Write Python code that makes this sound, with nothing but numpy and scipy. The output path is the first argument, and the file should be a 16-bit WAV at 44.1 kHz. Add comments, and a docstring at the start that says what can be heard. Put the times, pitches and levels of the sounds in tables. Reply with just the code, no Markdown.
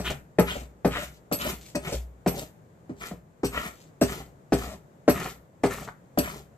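"""Planing a wooden bat

A small iron hand plane shaves a bat clamped to a bench, about two strokes a second, in a small workshop.
Each landing of the sole excites the bat's bending modes, rattles the blade and sets the bench booming.
Sliding friction then hisses while the edge tears off a shaving, now and then snagging or juddering.
The room adds a brief reverberation and a quiet background noise."""
import sys
import numpy as np
from scipy import signal
from scipy.fft import rfft, irfft, next_fast_len
from scipy.io import wavfile
from scipy.ndimage import map_coordinates

SR = 44100
rng = np.random.default_rng(int(sys.argv[2]) if len(sys.argv) > 2 else 0)


def unload_wav(signal):
    """Save mono or channel-first audio to the path in sys.argv[1] as 16-bit WAV at rate SR, clipped to [-1, 1]."""
    wavfile.write(
        sys.argv[1],
        SR,
        np.round(np.clip(np.atleast_2d(signal).T, -1, 1) * 32767).astype(np.int16),
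    )


N = 289737


def amp(db):
    """Amplitude ratio of a level in decibels."""
    return 10 ** (np.asarray(db) / 20)


def unit(x):
    """Normalisation to an rms of one."""
    return x / np.sqrt(np.mean(x ** 2) + 1e-20)


def read(points, hz):
    """Interpolation on a logarithmic frequency axis."""
    f, value = np.transpose(points)
    return np.interp(np.log(hz + 1), np.log(f + 1), value)


def add(mix, s, sound):
    """Superposition of a sound at time s, which may be negative."""
    at = round(s * SR)
    sound = sound[max(-at, 0):]
    part = mix[max(at, 0):][:len(sound)]
    part += sound[:len(part)]


def colour(x, points):
    """Zero-phase filtering by a curve of f/Hz, gain/dB."""
    size = next_fast_len(len(x))
    gain = amp(read(points, np.fft.rfftfreq(size, 1 / SR)))
    return irfft(rfft(x, size) * gain, size)[:len(x)]


def ring(x, modes):
    """Forced response of damped modes (f/Hz, bandwidth/Hz, level/dB); equal level is equal energy."""
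    t = np.arange(2048) / SR
    response = sum(amp(db) * np.sqrt(width) * np.exp(-np.pi * width * t)
                   * np.sin(2 * np.pi * hz * t) * (-1) ** k for k, (hz, width, db) in enumerate(modes))
    return signal.oaconvolve(x, response)[:len(x)]


def crackle(size, per_s, spread_db):
    """Shot noise: random impulses of uneven strength."""
    clicks = rng.standard_normal(size) * (rng.random(size) < per_s / SR)
    return unit(clicks * amp(spread_db * np.minimum(rng.exponential(1, size), 4)))


def waver(per_s):
    """Random modulation of unit rms, linear between knots."""
    knots = rng.standard_normal(8000)
    return unit(np.interp(np.arange(N) / SR * per_s, np.arange(len(knots)), knots))


def burst(t, length, rise, fall):
    """Envelope of exponential rise, hold and exponential decay; times in seconds."""
    return (1 - np.exp(-t / rise)) * np.exp(-np.maximum(t - length, 0) / fall)


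# Coherence between the microphones: f/Hz, correlation
COHERENCE = [(60, 0.94), (250, 0.87), (550, 0.46), (1100, -0.36), (3000, 0.17), (12000, -0.023)]
def diffuse(noises):
    """A diffuse field is coherent at two close points only at long wavelengths."""
    a, b = rfft(noises)
    size = noises.shape[-1]
    same = np.clip(read(COHERENCE, np.fft.rfftfreq(size, 1 / SR)), -1, 1)
    shared, apart = a * np.sqrt((1 + same) / 2), b * np.sqrt((1 - same) / 2)
    return irfft([shared + apart, shared - apart], size)


# Background spectrum: f/Hz, level/dB
AIR = [(15, -33.5), (25, -18.5), (158, 6.5), (231, -4.5), (604, -6), (691, -9.5), (1960, -22.5),
       (2780, -30.5), (5280, -36), (7280, -29.5), (10300, -41), (13800, -35.5), (15000, -51)]
def air(level_db=-54.5, waver_db=0.73):
    """Diffuse noise fills the room, its level wavering slightly."""
    noises = np.array([unit(colour(rng.standard_normal(N), AIR)) for _ in range(2)])
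    return amp(level_db) * diffuse(noises) * amp(waver_db * waver(per_s=7.8))


# Sole impacts: t/s, level/dB, contact cutoff/Hz, place (0 handle, 1 toe), clack/dB, bench/dB
LANDINGS = [(-.02, -23, 700, .3, -22.5, -29.5), (.385, -10.5, 1500, 0.31, -14.5, -25),
            (0.846, -12, 890, 0.27, -18, -25.5), (1.313, -20, 885, 0.42, -26, -40),
            (1.748, -21.5, 900, 0.48, -26, -35), (2.261, -13, 607, 0.37, -22, -29.5),
            (2.893, -22.5, 350, 0.68, -42, -48.5), (3.11, -28.5, 274, 0.074, -36.5, -43),
            (3.432, -13.5, 385, 0.67, -22.5, -29), (4.013, -9, 637, 0.75, -18, -28),
            (4.521, -9.5, 650, 0.61, -19, -22), (5.078, -9, 990, 0.65, -13, -27),
            (5.635, -12, 1130, 0.68, -15, -32), (6.174, -13, 684, 0.53, -19, -28)]
# Modes of the clamped bat, plus a low bench boom near 98 Hz:
# f/Hz, T60/s, level struck at the handle/dB, at the toe/dB
KNOCK_MODES = [(98, 0.22, -15.5, -18.5), (129.8, 0.12, -4.5, -9), (180.2, 0.12, 10, -11),
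               (260.8, 0.1, 0, 2), (295.6, 0.092, -3, 3), (399.2, 0.24, -14, -2.5), (479, 0.13, 0, -16),
               (553, 0.11, -0.5, -21.5), (580, 0.13, 12, -19), (637.7, 0.11, 0.5, -10),
               (718, 0.027, -8, -1), (850, 0.25, -12, -31), (1006, 0.065, -8, -14.5),
               (1183, 0.099, -5, -33.5), (1260, 0.18, -3, -32), (1590, 0.047, -10.5, -9.5),
               (2120, 0.13, -23.5, -6)]
# Contact noise spectrum: f/Hz, level/dB
CLACK = [(60, -45), (150, -22), (300, -0.5), (430, 1.5), (650, 1.5), (900, -7.5), (1400, -10),
         (2000, -14.5), (3000, -26.5), (5000, -29), (9000, -32), (15000, -66)]
def knocks(travel_s=0.0012, rise_cycles=0.9, stiffen=0.19, contact_s=0.0047):
    """Impact and dispersion: under a short clack the high modes speak first, so the pitch falls."""
    out, t = np.zeros(N), np.arange(16384) / SR
    for s, db, cutoff_hz, place, clack_db, _ in LANDINGS:
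        wood = np.zeros(len(t))
        for hz, t60, handle_db, toe_db in KNOCK_MODES:
            age = np.maximum(t - travel_s * np.sqrt(400 / hz), 0)  # low bending waves travel slower
            height = amp(handle_db + place * (toe_db - handle_db)) / (1 + (hz / cutoff_hz) ** 2)
            envelope = (1 - np.exp(-age * hz / rise_cycles)) * np.exp(-np.log(1000) * age / t60)
            # the pressing sole briefly stiffens the wood
            cycles = hz * (age + stiffen * contact_s * (1 - np.exp(-age / contact_s)))
            wood += height * envelope * np.sin(2 * np.pi * cycles)
        stretch = (cutoff_hz / 824) ** 0.083  # a sharper contact clacks higher
        spectrum = [(hz * stretch, level) for hz, level in CLACK]
        clack = unit(colour(rng.standard_normal(len(t)), spectrum))
        clack *= burst(t, 0, rise=0.0015, fall=0.018)
        add(out, s, amp(db) * wood + amp(clack_db) * clack)
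    return out


def bench(hz=61, t60=0.46, rise_s=0.027):
    """Damped vibration: the bench's lowest mode booms after each landing and judder."""
    out, t = np.zeros(N), np.arange(SR) / SR
    boom = np.sin(2 * np.pi * hz * t) * burst(t, 0, rise_s, fall=t60 / np.log(1000))
    for s, *_, db in LANDINGS + JUDDERS:
        add(out, s, amp(db) * boom)
    return out


# Reverberation time: f/Hz, T60/s
ROOM_T60 = [(100, 0.53), (400, 0.0165), (1500, 0.3137), (5000, 0.08), (14000, 0.33)]
# Strength of the reflections: f/Hz, level/dB
ROOM_LEVEL = [(100, -9), (400, -2.5), (1200, -6), (4000, -0.5), (12000, -3)]
def reflections(first_s=0.0015, size=24576):
    """Impulse response of bench and near walls: dense echoes, each band decaying at its own rate."""
    taps = rng.standard_normal((2, size)) * (np.arange(size) > first_s * SR)
    hz, t, bands = signal.stft(diffuse(taps), SR, nperseg=256)
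    decay = np.exp(-np.log(1000) * t / read(ROOM_T60, hz)[:, None])
    energy = np.mean(decay ** 2, 1, keepdims=True) * size
    decay *= amp(read(ROOM_LEVEL, hz))[:, None] / np.sqrt(energy)
    return signal.istft(bands * decay, SR, nperseg=256)[1]


def reverberation(x, count=4, cycle_hz=2.7):
    """Echo paths change as the plane moves: a cyclic crossfade of room responses."""
    phase = 2 * np.pi * np.arange(N) / SR * cycle_hz
    shares = [np.maximum(np.cos(phase + 2 * np.pi * k / count), 0) for k in range(count)]
    return sum(signal.oaconvolve((x * share)[None], reflections(), axes=1)[:, :N] for share in shares)


# Blade rattling in its seat: t/s, level/dB, duration/s, gain of modes above 10 kHz/dB
RATTLES = [(-.012, -42, 0.025, -10), (0.395, -30, 0.0096, 0), (0.848, -41, 0.031, -3),
           (1.322, -27.5, 0.019, -2), (1.752, -34, 0.0079, -17.5), (2.273, -29.5, 0.016, -3),
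           (3.443, -31.5, 0.021, -10), (4.011, -30.5, 0.028, -14), (4.529, -30.5, 0.009, -16),
           (5.093, -28, 0.018, -3.5), (5.633, -39.5, 0.035, -13.5), (6.183, -27, 0.013, -2.5)]
# Modes of blade and cap: f/Hz, bandwidth/Hz, level/dB
BLADE_MODES = [(2570, 220, -6.5), (4500, 100, -6), (4900, 390, -8.5), (5780, 860, -3), (7940, 200, -2),
               (8610, 420, -5.5), (11725, 92, 6.5), (12130, 120, 1.5), (12110, 190, 0.5)]
def rattles(buzz_db=-15, detune=0.015):
    """Repeated impacts: a quick run of metal contacts rings the blade at most landings."""
    out, t = np.zeros(N), np.arange(6000) / SR
    for s, db, length, lift_db in RATTLES:
        contacts = crackle(len(t), per_s=6900, spread_db=4.5)
        seating = 1 + detune * rng.uniform(-0.6, 1, len(BLADE_MODES))  # the blade never sits the same
        modes = [(hz * seat, width, level + lift_db * (hz > 1e4))
                 for (hz, width, level), seat in zip(BLADE_MODES, seating)]
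        steel = unit(ring(contacts, modes))
        buzz = amp(buzz_db) * unit(ring(contacts, [(2350, 2800, 0)]))
        add(out, s, amp(db) * (steel + buzz) * burst(t, length, rise=0.0014, fall=0.0085))
    return out


def push(start, length, db, swell_db, attack_s, release_db_per_s):
    """Envelope of one cut: logistic onset, a slope in level, then exponential decay."""
    t = np.arange(N) / SR - start
    along = np.clip(t / length, 0, 1)
    onset = 1 / (1 + np.exp(np.clip(-4 * (t / attack_s + .5), -60, 60)))
    return onset * amp(db + swell_db * (along - .5) - release_db_per_s * np.maximum(t - length, 0))


# Cuts: t/s, duration/s, sliding/dB, tearing/dB, shaking/dB, sliding swell/dB, tearing swell/dB
STROKES = [(0.065, 0.052, -43, -34, -34.5, -7.5, -12.5), (0.487, 0.12, -46, -40.5, -40.5, -9.5, -18),
           (0.932, 0.1, -43.5, -33.5, -43, 5, -6), (1.416, 0.086, -38, -31.5, -34, 3.5, -6),
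           (1.855, 0.1, -43.5, -41, -36, 1, -8.5), (2.328, 0.068, -44, -48, -37.5, 9.5, 15),
           (3.024, 0.041, -45, -37, -43.5, 3, -6), (3.545, 0.13, -44, -32.5, -39.5, -0.5, -8),
           (4.094, 0.12, -45, -42, -38.5, -7.5, -11), (4.589, 0.14, -46.5, -43.5, -37.5, -9.5, -9.5),
           (5.159, 0.13, -43.5, -37, -36.5, 2, -4), (5.713, 0.13, -46, -42, -39.5, -5.5, -13),
           (6.253, 0.112, -45, -40, -40, -2.5, -16.5)]
# The sole skimming back: t/s, duration/s, level/dB
RETURNS = [(1.112, 0.084, -57), (1.562, 0.21, -51.5), (3.693, 0.24, -59.5)]
# Envelopes of sole, edge and bat: attack/s, release/(dB/s)
SOLE = (0.053, 272)
EDGE = (0.026, 424)
BODY = (0.047, 230)
def strokes(shake_swell_db=-1.5):
    """Superposed strokes give the envelopes of sliding sole, tearing edge and shaking bat."""
    slide, tear, shake = np.zeros((3, N))
    for s, length, slide_db, tear_db, shake_db, slide_swell_db, tear_swell_db in STROKES:
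        slide += push(s, length, slide_db, slide_swell_db, *SOLE)
        tear += push(s, length, tear_db, tear_swell_db, *EDGE)
        shake += push(s, length, shake_db, shake_swell_db, *BODY)
    for s, length, db in RETURNS:
        add(slide, s, amp(db) * signal.windows.hann(round(length * SR)))
    return slide, tear, shake


# Modes of sole and shaving on the wood: f/Hz, bandwidth/Hz, level at the handle/dB, at the toe/dB
CUT_MODES = [(745, 125, -22, -9.5), (947, 180, -9.5, -5.5), (1340, 285, -1, 8), (1505, 150, -1, -6),
             (1786, 270, -5.5, 3), (2354, 600, -2, 2.5), (2996, 320, -2, -4.5), (3770, 600, -8, -17.5)]
# Path of the work: t/s, place (0 handle, 1 toe)
WORK_PLACE = [(0.5, 0.2), (1.4, 0.48), (2.3, 0.5), (3.0, 0.7), (6.3, 0.95)]
def shaving(fibres):
    """Modal excitation depends on position: the balance shifts as the work moves toward the toe."""
    toe = np.clip(np.interp(np.arange(N) / SR, *np.transpose(WORK_PLACE)), 0, 1)
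    near_handle = unit(ring(fibres, [(hz, width, db) for hz, width, db, _ in CUT_MODES]))
    near_toe = unit(ring(fibres, [(hz, width, db) for hz, width, _, db in CUT_MODES]))
    return (1 - toe) * near_handle + toe * near_toe


# Spectra of the sole's hiss, its treble fizz and the shaking bat: f/Hz, level/dB
HISS = [(500, -43.5), (2000, -3.5), (4000, -1.5), (5500, -3), (6600, -1.5), (7800, -0.5), (9000, -12.5),
        (10500, -15), (14500, -10)]
FIZZ = [(5000, -34), (8500, 2), (10500, 1), (12000, 6), (13500, 4), (15000, -12.5)]
SHAKE = [(40, -18.5), (62, 10), (90, -15.5), (140, 1.5), (200, -0.5), (300, -9), (400, -3.5), (470, -15),
         (620, -5.5), (800, -10.5), (1100, -22.5), (1800, -42), (5000, -67)]
def planing(hiss_db=-2, fizz_db=-6, tear_db=-2, shake_db=-2, fizz_growth=1.66, firm_db=-42):
    """Friction and fracture: the sole rubs, fibres snap, and the uneven grain modulates every layer."""
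    slide, tear, shake = strokes()
    grain = amp(0.97 * waver(per_s=310) + 0.78 * waver(per_s=50))
    rub = unit(grain * crackle(N, per_s=9000, spread_db=5.5))
    bundles = amp(2.4 * waver(per_s=130))  # fibres break in groups
    fibres = unit(grain * bundles * crackle(N, per_s=3500, spread_db=1.0))
    dust = unit(grain * crackle(N, per_s=5800, spread_db=4.5))
    hiss = amp(hiss_db) * slide * unit(colour(rub, HISS))
    brightness = (slide / amp(firm_db)) ** fizz_growth  # a firmer stroke is brighter
    fizz = amp(fizz_db + firm_db) * brightness * unit(colour(dust, FIZZ))
    tearing = amp(tear_db) * tear * shaving(fibres)
    body = amp(shake_db) * shake * unit(colour(fibres, SHAKE))
    return hiss + fizz + tearing + body


# The edge catching on the grain: t/s, level/dB, duration/s, f/Hz, bandwidth/Hz
SNAGS = [(0.052, -34.5, 0.018, 3160, 600), (0.067, -32, 0.015, 2900, 200),
         (0.504, -29.5, 0.0083, 3120, 198), (0.532, -55, 0.015, 3150, 120), (0.95, -31, 0.029, 1860, 1090),
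         (1.409, -36, 0.017, 3080, 2200), (1.849, -36.5, 0.023, 2180, 600),
         (1.929, -31, 0.0067, 5600, 4040), (3.009, -45, 0.014, 1270, 195),
         (4.124, -39.5, 0.007, 3500, 4000), (5.873, -37.5, 0.014, 1070, 1210)]
def snags(rasp_db=-12, chatter_hz=190, chatter_depth=0.38):
    """Resonance driven by fracture: breaking fibres excite a brief squeak inside a rasp."""
    out, t = np.zeros(N), np.arange(4096) / SR
    skips = 1 + chatter_depth * np.cos(2 * np.pi * chatter_hz * t)  # the edge skips over the grain
    for s, db, length, hz, width in SNAGS:
        fibres = skips * crackle(len(t), per_s=2500, spread_db=4.0)
        squeak = unit(ring(fibres, [(hz, width, 0)]))
        rasp = amp(rasp_db) * unit(ring(fibres, [(1505, 83, 4), (2390, 700, 13), (2950, 550, 2.5)]))
        add(out, s, amp(db) * (squeak + rasp) * burst(t, length, rise=0.0008, fall=0.008))
    return out


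# Blade judders during a cut: t/s, level/dB, duration/s, f/Hz, bench/dB
JUDDERS = [(0.104, -26, 0.015, 604, -41), (0.514, -32.5, 0.011, 596, -43), (0.554, -30, 0.016, 596, -28),
           (0.98, -31.5, 0.011, 642, -55), (1.02, -36, 0.017, 640, -34.5),
           (1.453, -27.5, 0.019, 599, -29.5), (1.89, -33, 0.011, 582, -50.5), (1.921, -24, 0.014, 598, -44),
           (1.94, -30, 0.012, 542, -21), (2.373, -32, 0.02, 572, -99), (2.416, -33, 0.017, 614, -61),
           (4.201, -42, 0.0084, 670, -55), (4.698, -44.5, 0.045, 631, -62)]
def judders(linewidth_hz=30, thump_db=-8, grit_db=-17):
    """Stick-slip oscillation of the edge: an uneven buzz in the bat, with grit at every slip."""
    out, t = np.zeros(N), np.arange(4096) / SR
    for s, db, length, hz, _ in JUDDERS:
        phase_drift = np.cumsum(rng.standard_normal(len(t))) * np.sqrt(2 * np.pi * linewidth_hz / SR)
        slips = np.sin(2 * np.pi * hz * t + phase_drift)
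        thump = unit(ring(rng.standard_normal(len(t)), [(180, 120, 5.5), (342, 130, 2)]))
        grit = unit(colour(crackle(len(t), per_s=16000, spread_db=6.5) * (1 + slips), HISS))
        buzz = slips + amp(thump_db) * thump + amp(grit_db) * grit
        add(out, s, amp(db) * buzz * burst(t, length, rise=0.0012, fall=0.0051))
    return out


def scene(direct_db=-1, lag_ms=0.12, sway_ms=0.11):
    """Direct and reverberant fields add; the right microphone's lag wanders as the plane moves."""
    work = knocks() + rattles() + judders() + snags() + planing()
    lag_samples = (lag_ms + sway_ms * waver(per_s=5)) * SR / 1000
    direct = np.array([work, map_coordinates(work, [np.arange(N) - lag_samples])])
    return amp(direct_db) * direct + reverberation(work) + bench() + air()


# Microphone balance: f/Hz, left minus right/dB
BALANCE = [(60, 1), (120, 2.5), (240, 1), (480, 1), (950, 3), (1890, 3), (3770, 2.5), (7520, 5),
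           (11500, -5.5), (15000, -4)]
def record(dry, cutoff_hz=14800):
    """Frequency response: each microphone colours the sound, and a low-pass limits the band."""
    channels = np.array([colour(x, [(hz, side * db / 2) for hz, db in BALANCE])
                         for x, side in zip(dry, (1, -1))])
    lowpass = signal.firwin(401, cutoff_hz, window=("kaiser", 9), fs=SR)
    return signal.oaconvolve(channels, lowpass[None], "same")


dry = scene()
out = record(dry)
unload_wav(out)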